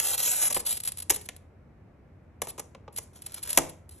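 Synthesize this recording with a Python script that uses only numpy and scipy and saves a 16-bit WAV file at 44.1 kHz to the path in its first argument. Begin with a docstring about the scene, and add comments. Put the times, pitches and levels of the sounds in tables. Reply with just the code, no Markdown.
"""A gloved hand scores a glass sheet on a padded blanket in a quiet workshop with a low hum and rumble.
First a fast stroke: dense tiny cracks under the cutter wheel, with a broad ring that climbs in pitch.
The wheel stutters to a crawl in short pushes and bright chips, then drops off the edge with a clack.
It is set down again with a few taps and faint scrapes, and chips through a short last stretch.
It clacks off the edge and the sheet rings in damped low sines; a soft rustle of tiny cracks closes."""
import sys
import numpy as np
from scipy import signal
from scipy.fft import rfft, irfft
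from scipy.io import wavfile
from scipy.ndimage import uniform_filter1d

SR = 44100
rng = np.random.default_rng(int(sys.argv[2]) if len(sys.argv) > 2 else 0)


def log_audio(samples):
    """Write samples as a 16-bit WAV file to the path given in sys.argv[1]."""
    # one column per channel
    frames = np.atleast_2d(samples).T
    # limit to full scale, then quantise
    limited = np.clip(frames, -1, 1)
    pcm = np.round(limited * 32767).astype(np.int16)
    wavfile.write(sys.argv[1], SR, pcm)


N = 176400
TIME_S = np.arange(N) / SR
TAPS = 2048
HZ = np.fft.rfftfreq(TAPS, 1 / SR)

# wheel pressure in the fast stroke [t/s, level/dB]
FAST_PRESSURE = [(0, -28), (.022, -34.5), (.046, -28), (.11, -29), (.15, -26.5), (.167, -52), (.18, -27.5),
                 (.215, -32.5), (.23, -26), (.315, -30.5), (.40, -31.5), (.43, -25.5), (.478, -30.5),
                 (.5, -49)]
# curves of crawling wheel pushes and faint scrapes; the last is a soft closing rustle [t/s, level/dB]
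CRAWL_AND_RUSTLE_LEVELS = [
    [(.544, -24), (.549, -25.5), (.579, -33), (.587, -48), (.601, -27.5), (.616, -49)],
    [(.649, -44), (.662, -28.5), (.675, -28.5), (.685, -32), (.712, -26), (.74, -35), (.766, -40.5)],
    [(1.118, -31), (1.132, -46), (1.145, -29), (1.168, -43.5), (1.175, -75), (1.26, -54)],
    [(2.925, -55), (2.958, -66.5), (2.978, -33), (2.994, -66), (3.04, -49.5)],
    [(3.908, -49), (3.93, -57.5), (4, -61)],
]
# wheel pressure in the last stretch [t/s, level/dB]
LAST_PRESSURE = [(3.13, -64), (3.16, -52), (3.21, -63.5), (3.262, -55), (3.31, -56.5), (3.38, -43),
                 (3.405, -62), (3.47, -37.5), (3.515, -42.5), (3.574, -38.5)]
# ring of the wheel in the fast stroke [t/s, f/Hz, level/dB]
WHEEL_RING = [(.21, 6200, -42), (.26, 7160, -29), (.305, 7500, -27.5), (.36, 8550, -35.5),
              (.43, 10300, -24.5), (.485, 10200, -23)]
# forward slips that chip the glass [t/s, length/s, level/dB]
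CHIP_EVENTS = [(0.524, 0.007, -24.5), (0.768, 0.0075, -30), (.801, 0.0029, -29), (0.835, 0.0023, -27.5),
               (0.849, 0.0088, -30), (0.864, 0.0019, -29.5), (0.874, 0.0032, -20.5), (0.879, 0.011, -30),
               (0.9192, 0.0018, -27.5), (0.972, 0.0019, -31.5), (0.982, 0.009, -34.5), (1, .004, -31.5),
               (1.021, 0.0063, -33.5), (1.16, 0.0036, -28.5), (1.211, 0.0085, -43), (1.255, 0.0084, -43.5),
               (1.363, 0.0016, -39.5), (2.431, 0.022, -46), (2.481, 0.024, -37.5), (2.961, 0.0042, -32.5),
               (3.219, 0.0034, -37), (3.261, 0.0048, -31), (3.320, 0.0015, -37), (3.341, 0.005, -31),
               (3.427, 0.0054, -32), (3.432, 0.0063, -32.5), (3.493, 0.0024, -28.5), (3.5, 0.0093, -26.5),
               (3.529, 0.003, -22), (3.691, 0.0097, -41.5), (3.891, 0.0036, -44)]
# cutter head on sheet [t/s, length/s, bass level/dB, middle level/dB, treble level/dB]
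KNOCK_EVENTS = [(0.5, 0.014, -38.5, -40.5, -28), (0.5633, 0.004, -25.5, -31, -52),
                (1.096, 0.0036, -40, -31, -17.5), (1.1004, 0.0079, -29, -26.5, -15),
                (1.119, 0.0034, -37.5, -38, -35), (1.2874, 0.0022, -39.5, -32.5, -31),
                (2.417, 0.0028, -26.5, -31, -23), (2.47, .002, -35, -42, -35.5),
                (2.578, 0.0099, -41.5, -49.5, -43), (2.594, 0.0056, -38, -44.5, -31.5),
                (2.7475, 0.0019, -39, -46, -54), (2.878, 0.0034, -37.5, -52, -66.5),
                (2.9825, 0.0036, -38.5, -41, -27), (3.5729, 0.004, -17, -18, -9.5),
                (3.5841, 0.0016, -17.5, -49, -14)]
# sheet let go, drops back on the blanket [t/s, level/dB]
SHEET_DROPS = [(1.106, -54.5), (3.578, -37)]
# modes of the sheet [f/Hz, relative level/dB, t60/s]
SHEET_MODES = [(150, -2, 0.52), (276.5, 1.5, 0.31), (334.5, 2.5, .33), (406, -9.5, 0.36), (520, -1.5, 0.45),
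               (638, 2.5, 0.33), (861, -6, 0.4)]
# relative spectrum of the fast stroke [f/Hz, level/dB]
FAST_SPECTRUM = [(60, -39), (300, -20), (600, -12.5), (1500, -14.5), (3200, -12), (4800, -13), (7200, -3.5),
                 (9000, -3.5), (11100, -1), (12700, -9), (13500, -16.5), (15600, -20)]
# relative spectrum of chips, crawl, scrapes and rustle [f/Hz, level/dB]
CHIP_SPECTRUM = [(60, -51), (250, -25), (600, -20), (1600, -21), (3100, -14), (4800, -12), (6200, -16.5),
                 (8100, -4), (10900, 1), (13500, -24.5), (15800, -29)]
# relative spectrum of the last stretch [f/Hz, level/dB]
LAST_SPECTRUM = [(60, -28), (450, -11.5), (1500, -17.5), (4500, -16.5), (7000, -14), (10300, -4),
                 (11400, -14), (12300, -16.5), (15500, -51)]
# relative spectrum of a knock before its ranges are levelled [f/Hz, level/dB]
KNOCK_SPECTRUM = [(60, -12.5), (200, -7.5), (540, -1), (950, -2.5), (1200, -2.5), (1450, -1.5),
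                  (2300, -1.5), (4300, -8), (6500, -3), (10700, 1), (12500, -8), (16000, -20)]
# decay of the room [f/Hz, t60/s]
ROOM_DECAY = [(150, 0.41), (14000, .3)]
# strength of the room tail [f/Hz, level/dB]
ROOM_LEVEL = [(100, -6.5), (500, -7.5), (1400, -13), (7000, -14), (11000, -20), (15000, -25.5)]
# part of the room that differs between ears [f/Hz, ratio to shared part]
ROOM_SPREAD = [(100, .12), (700, .7), (1800, .4), (4300, .7), (9000, .45)]
# relative spectrum of the rumble [f/Hz, level/dB]
RUMBLE_SPECTRUM = [(20, -22), (40, -8.5), (70, 2.5), (270, -10), (600, -16.5), (1100, -24.5), (2300, -30.5),
                   (3300, -44.5), (15000, -57.5)]
# part of the rumble that differs between ears [f/Hz, ratio to shared part]
RUMBLE_SPREAD = [(80, .04), (550, .5), (8000, .9)]
# low hum [t/s, rms level/dB]
HUM_LEVEL = [(.7, -66), (1, -52), (1.8, -66), (3.7, -59)]
# phase lead of the left port [f/Hz, phase/rad]
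PORT_LEAD = [(0, 0), (800, -.15), (2500, .15), (3900, .55), (5600, 5.8), (8500, 9.15), (9700, 9.7),
             (12000, 12.45), (13400, 12.6), (15200, 15.6)]
# left minus right port [f/Hz, level/dB]
PORT_LEVEL = [(100, 0), (1000, 1), (2300, 0), (3900, -2.7), (5700, .3), (8000, 0)]

GRAINS_PER_S, GRAIN_SPREAD_DB = 10000, 3  # tiny fractures
JUDDER_DB, JUDDER_S = 1.5, .0027  # wheel grips and slips
LAST_JUDDER_DB = 3.6  # a slow wheel grips and slips harder
LURCH_DB, LURCH_S = 1, .012  # hand pushes unevenly
RING_POLE_WIDTH_HZ = 1200
CREEP_S, CHIP_CREEP_DB = .007, -20.5  # wheel creeps briefly before it slips
ATTACK_S, RELEASE_S = .00079, .00078
BASS_HZ, TREBLE_HZ = 1360, 5030  # the three ranges of a knock meet here
TOP_HZ, TOP_HZ_PER_DB = 18700, 170  # treble limit of a knock at 0 dB; lighter knocks are duller
TRAVEL_S = .0013  # bending-wave travel time at 1 kHz
ECHO_BEND_S, ECHO_T60_S, ECHO_DB = .008, .036, -1  # bending part of edge-echo delay at 1 kHz, its decay
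SCATTER_DB = -17
HUM_HZ, RUMBLE_DB = 86.7, -54.5
BAND_LIMIT_HZ = 15500


def amp(db):
    """Decibels to gain."""
    return 10 ** (np.asarray(db) / 20)


def unit(x):
    """Scales to rms 1."""
    return x / np.sqrt(np.mean(x ** 2) + 1e-20)


def read(points, hz):
    """Reads a table on a log-frequency axis."""
    f, value = np.transpose(points)
    return np.interp(np.log(hz + 1), np.log(f + 1), value)


def add(mix, start_s, sound):
    """Mixes a sound in at a time."""
    part = mix[max(round(start_s * SR), 0):][:len(sound)]
    part += sound[:len(part)]


def levelled(x, length_s, db):
    """Gives a short sound the energy of that level held for that length."""
    return x / np.linalg.norm(x) * np.sqrt(abs(length_s) * SR) * amp(db)


def colour(gain):
    """Causal (minimum-phase) impulse response of energy 1 with the given relative gains."""
    log_gain = np.log(np.maximum(np.r_[gain, gain[-2:0:-1]], 1e-5))
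    taps = np.fft.ifft(np.exp(np.conj(signal.hilbert(log_gain)))).real
    return taps / np.linalg.norm(taps)


def evened(x, bins=36):
    """Evens out broad peaks and dips of a short sound, so that it clacks without a pitch."""
    power = uniform_filter1d(abs(rfft(x, 2 * TAPS)) ** 2, bins)[::2]
    return signal.fftconvolve(x, colour(1 / np.sqrt(abs(power) + 1e-12)))


def widen(shared, differing, width):
    """Left and right from a shared and a differing part."""
    left, right = shared + width * differing, shared - width * differing
    return np.array([left, right]) / np.sqrt(1 + width ** 2)


def wander(step_s):
    """Smooth chance of rms 1 that changes about once in that time."""
    lowpass = signal.butter(2, .5 / step_s, fs=SR, output="sos")
    return unit(signal.sosfiltfilt(lowpass, rng.standard_normal(N)))


def stroke(levels, tone, judder_db=JUDDER_DB, count=5):
    """A run of cracks, coloured and carried through the sheet; the sheet's echoes change along it."""
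    s, db = np.transpose(levels)
    cracks = crackle(s, db, judder_db)
    place = np.interp(TIME_S, [s[0], s[-1]], [0, count - 1])
    out, body = np.zeros(N), colour(tone)
    for k in range(count):
        taps = signal.fftconvolve(glass(), body)
        taps /= np.linalg.norm(taps)
        crossfade = np.sqrt(np.maximum(1 - abs(place - k), 0))
        out += signal.oaconvolve(cracks * crossfade, taps)[:N]
    return out


def crackle(s, db, judder_db=JUDDER_DB):
    """Tiny cracks follow a level curve, a fast judder and the slower lurches of the hand."""
    grip = amp(judder_db * wander(JUDDER_S) + LURCH_DB * wander(LURCH_S))
    active = (TIME_S >= s[0]) * (TIME_S < s[-1])
    return unit(fractures(N) * grip) * amp(np.interp(TIME_S, s, db)) * active


def fractures(size):
    """A dense train of tiny cracks of random sign and uneven strength."""
    chance, sign, strength = rng.random((3, size))
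    spread = np.minimum(-np.log(strength + 1e-9), 4)
    cracks = (chance < GRAINS_PER_S / SR) * np.sign(sign - .5)
    return unit(cracks * amp(GRAIN_SPREAD_DB * spread))


def glass(count=10):
    """Bending waves from one spot: treble arrives first, and the edges send back fading echoes."""
    place, sign = rng.random((2, count))
    delay_s = ECHO_BEND_S * (np.arange(count) + place) / count
    size = np.sign(sign - .5) * amp(-60 * delay_s / ECHO_T60_S)
    size *= amp(ECHO_DB) / np.linalg.norm(size)
    bend = -4j * np.pi * np.sqrt(HZ * 1000)
    # each echo also lags by half its bending delay, alike at all frequencies
    echoes = size @ np.exp(delay_s[:, None] * (bend - 1j * np.pi * HZ))
    taps = irfft(np.exp(bend * TRAVEL_S) * (1 + echoes))[:TAPS // 2]
    return taps / np.linalg.norm(taps)


def sing():
    """The cracks excite a broad two-pole ring that climbs along the fast stroke."""
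    s, hz, db = np.transpose(WHEEL_RING)
    turn = np.exp(2j * np.pi * np.cumsum(np.interp(TIME_S, s, hz)) / SR)
    r = np.exp(-np.pi * RING_POLE_WIDTH_HZ / SR)
    # filter at 0 Hz, then shift back up to the moving pitch
    ring = signal.lfilter([1], [1, -2 * r, r * r], crackle(s, db) / turn)
    noise_gain = np.sqrt(2 * (1 - r * r) ** 2 * (1 - r * r) / (1 + r * r))
    return (turn * ring).real * noise_gain


def burst(length_s, creep_db=-40):
    """A short run of cracks after a faint lead-in, carried through the sheet."""
    t = np.arange(TAPS) / SR - CREEP_S
    creep = amp(creep_db) * np.minimum(1 + t / CREEP_S, 1)
    shape = np.clip(t / ATTACK_S, 0, 1) + creep
    release = np.exp(-np.maximum(t - length_s, 0) / RELEASE_S)
    return signal.fftconvolve(fractures(TAPS) * shape * release, glass())


def chips():
    """Short bright slips of the wheel: bursts of cracks with an evened, then coloured spectrum."""
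    out, body = np.zeros(N), colour(amp(read(CHIP_SPECTRUM, HZ)))
    for s, length_s, db in CHIP_EVENTS:
        chip = signal.fftconvolve(evened(burst(length_s, CHIP_CREEP_DB)), body)
        add(out, s - CREEP_S, levelled(chip, length_s, db))
    return out


def knocks():
    """Metal meets glass: an even, gritty clack; the harder it lands, the higher its treble reaches."""
    out, tone = np.zeros(N), amp(read(KNOCK_SPECTRUM, HZ))
    bass = 1 / (1 + (HZ / BASS_HZ) ** 8)
    below_treble = 1 / (1 + (HZ / TREBLE_HZ) ** 8)
    for s, length_s, *levels_db in KNOCK_EVENTS:
        top_hz = max(TOP_HZ + TOP_HZ_PER_DB * levels_db[-1], TREBLE_HZ)
        below_top = 1 / (1 + (HZ / top_hz) ** 6)
        ranges = bass, (1 - bass) * below_treble, (1 - below_treble) * below_top
        contact = evened(burst(length_s))
        for share, db in zip(ranges, levels_db):
            part = signal.fftconvolve(contact, colour(tone * share))
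            add(out, s - CREEP_S, levelled(part, length_s, db))
    return out


def sheet(rise_s=.0062, width=.49):
    """The low modes of the sheet, damped by the blanket; each reaches the ears with its own phase."""
    out, t = np.zeros((2, N)), np.arange(SR // 2) / SR
    for s, level_db in SHEET_DROPS:
        for part in out:
            ring = np.zeros(len(t))
            for hz, db, t60_s in SHEET_MODES:
                ring += amp(db - 60 * t / t60_s) * np.sin(2 * np.pi * (hz * t + rng.random()))
            add(part, s, amp(level_db) * ring * (1 - np.exp(-t / rise_s)))
    return widen(*out, width)


def scatter(near):
    """Near reflections that differ between ears: opposite signs left and right."""
    echoes = irfft(rfft(glass(), TAPS) * read(ROOM_SPREAD, HZ))[:TAPS // 2]
    side = amp(SCATTER_DB) * signal.oaconvolve(near, echoes)[:N]
    return np.array([side, -side])


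def diffuse(x, turn_s=.011, count=2):
    """Feeds several tails in turn, so that the room does not ring in fixed bands."""
    out = np.zeros((2, N))
    for k in range(count):
        feed = np.sqrt(2 / count) * np.cos(np.pi * (TIME_S / turn_s + k / count))
        out += room(x * feed)
    return out


def room(x, first_s=.008, build_s=.0038, echoes_per_s=4000):
    """The workshop's short tail, each band dying at its own speed; gives left and right."""
    t = np.arange(SR * 2 // 3) / SR
    taps = rng.standard_normal((2, len(t))) * (rng.random((2, len(t))) < echoes_per_s / SR)
    taps *= np.clip((t - first_s) / build_s, 0, 1)
    hz, at_s, bands = signal.stft(taps, SR, nperseg=256)
    t60_s, gain = read(ROOM_DECAY, hz)[:, None], amp(read(ROOM_LEVEL, hz))
    bands = bands * amp(-60 * at_s / t60_s) * gain[:, None] / np.sqrt(t60_s)
    ears = widen(bands[0], bands[1], read(ROOM_SPREAD, hz)[:, None])
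    tail = signal.istft(ears, SR, nperseg=256)[1]
    tail *= np.sqrt(np.mean(gain ** 2)) / np.linalg.norm(tail[0])
    return signal.fftconvolve(x[None], tail, axes=1)[:, :N]


def background():
    """Low room rumble of shaped noise, with a sine hum that comes and goes."""
    hz = np.fft.rfftfreq(N, 1 / SR)
    shared, differing = rfft(rng.standard_normal((2, N))) * amp(read(RUMBLE_SPECTRUM, hz))
    rumble = unit(irfft(widen(shared, differing, read(RUMBLE_SPREAD, hz)), N))
    hum_gain = amp(np.interp(TIME_S, *np.transpose(HUM_LEVEL)))
    hum = hum_gain * np.sqrt(2) * np.sin(2 * np.pi * HUM_HZ * TIME_S)
    return amp(RUMBLE_DB) * rumble + hum


def scene():
    """Cutter, sheet and closing rustle in the workshop."""
    strokes = stroke(FAST_PRESSURE, amp(read(FAST_SPECTRUM, HZ)))
    strokes += stroke(LAST_PRESSURE, amp(read(LAST_SPECTRUM, HZ)), LAST_JUDDER_DB)
    for levels in CRAWL_AND_RUSTLE_LEVELS:
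        strokes += stroke(levels, amp(read(CHIP_SPECTRUM, HZ)))
    near = strokes + sing() + chips() + knocks()
    return near + diffuse(near) + scatter(near) + sheet() + background()


def record(dry):
    """A pair of microphone ports that differ in phase and level, then the band limit."""
    size = N + TAPS * 2
    hz = np.fft.rfftfreq(size, 1 / SR)
    lead = np.interp(hz, *np.transpose(PORT_LEAD))
    half = amp(read(PORT_LEVEL, hz) / 2) * np.exp(.5j * lead)
    ports = irfft(rfft(dry, size) * np.array([half, 1 / half]))[:, :N]
    lowpass = signal.firwin(255, BAND_LIMIT_HZ, window=("kaiser", 9), fs=SR)
    return signal.oaconvolve(ports, lowpass[None], "same")


dry = scene()
out = record(dry)
log_audio(out)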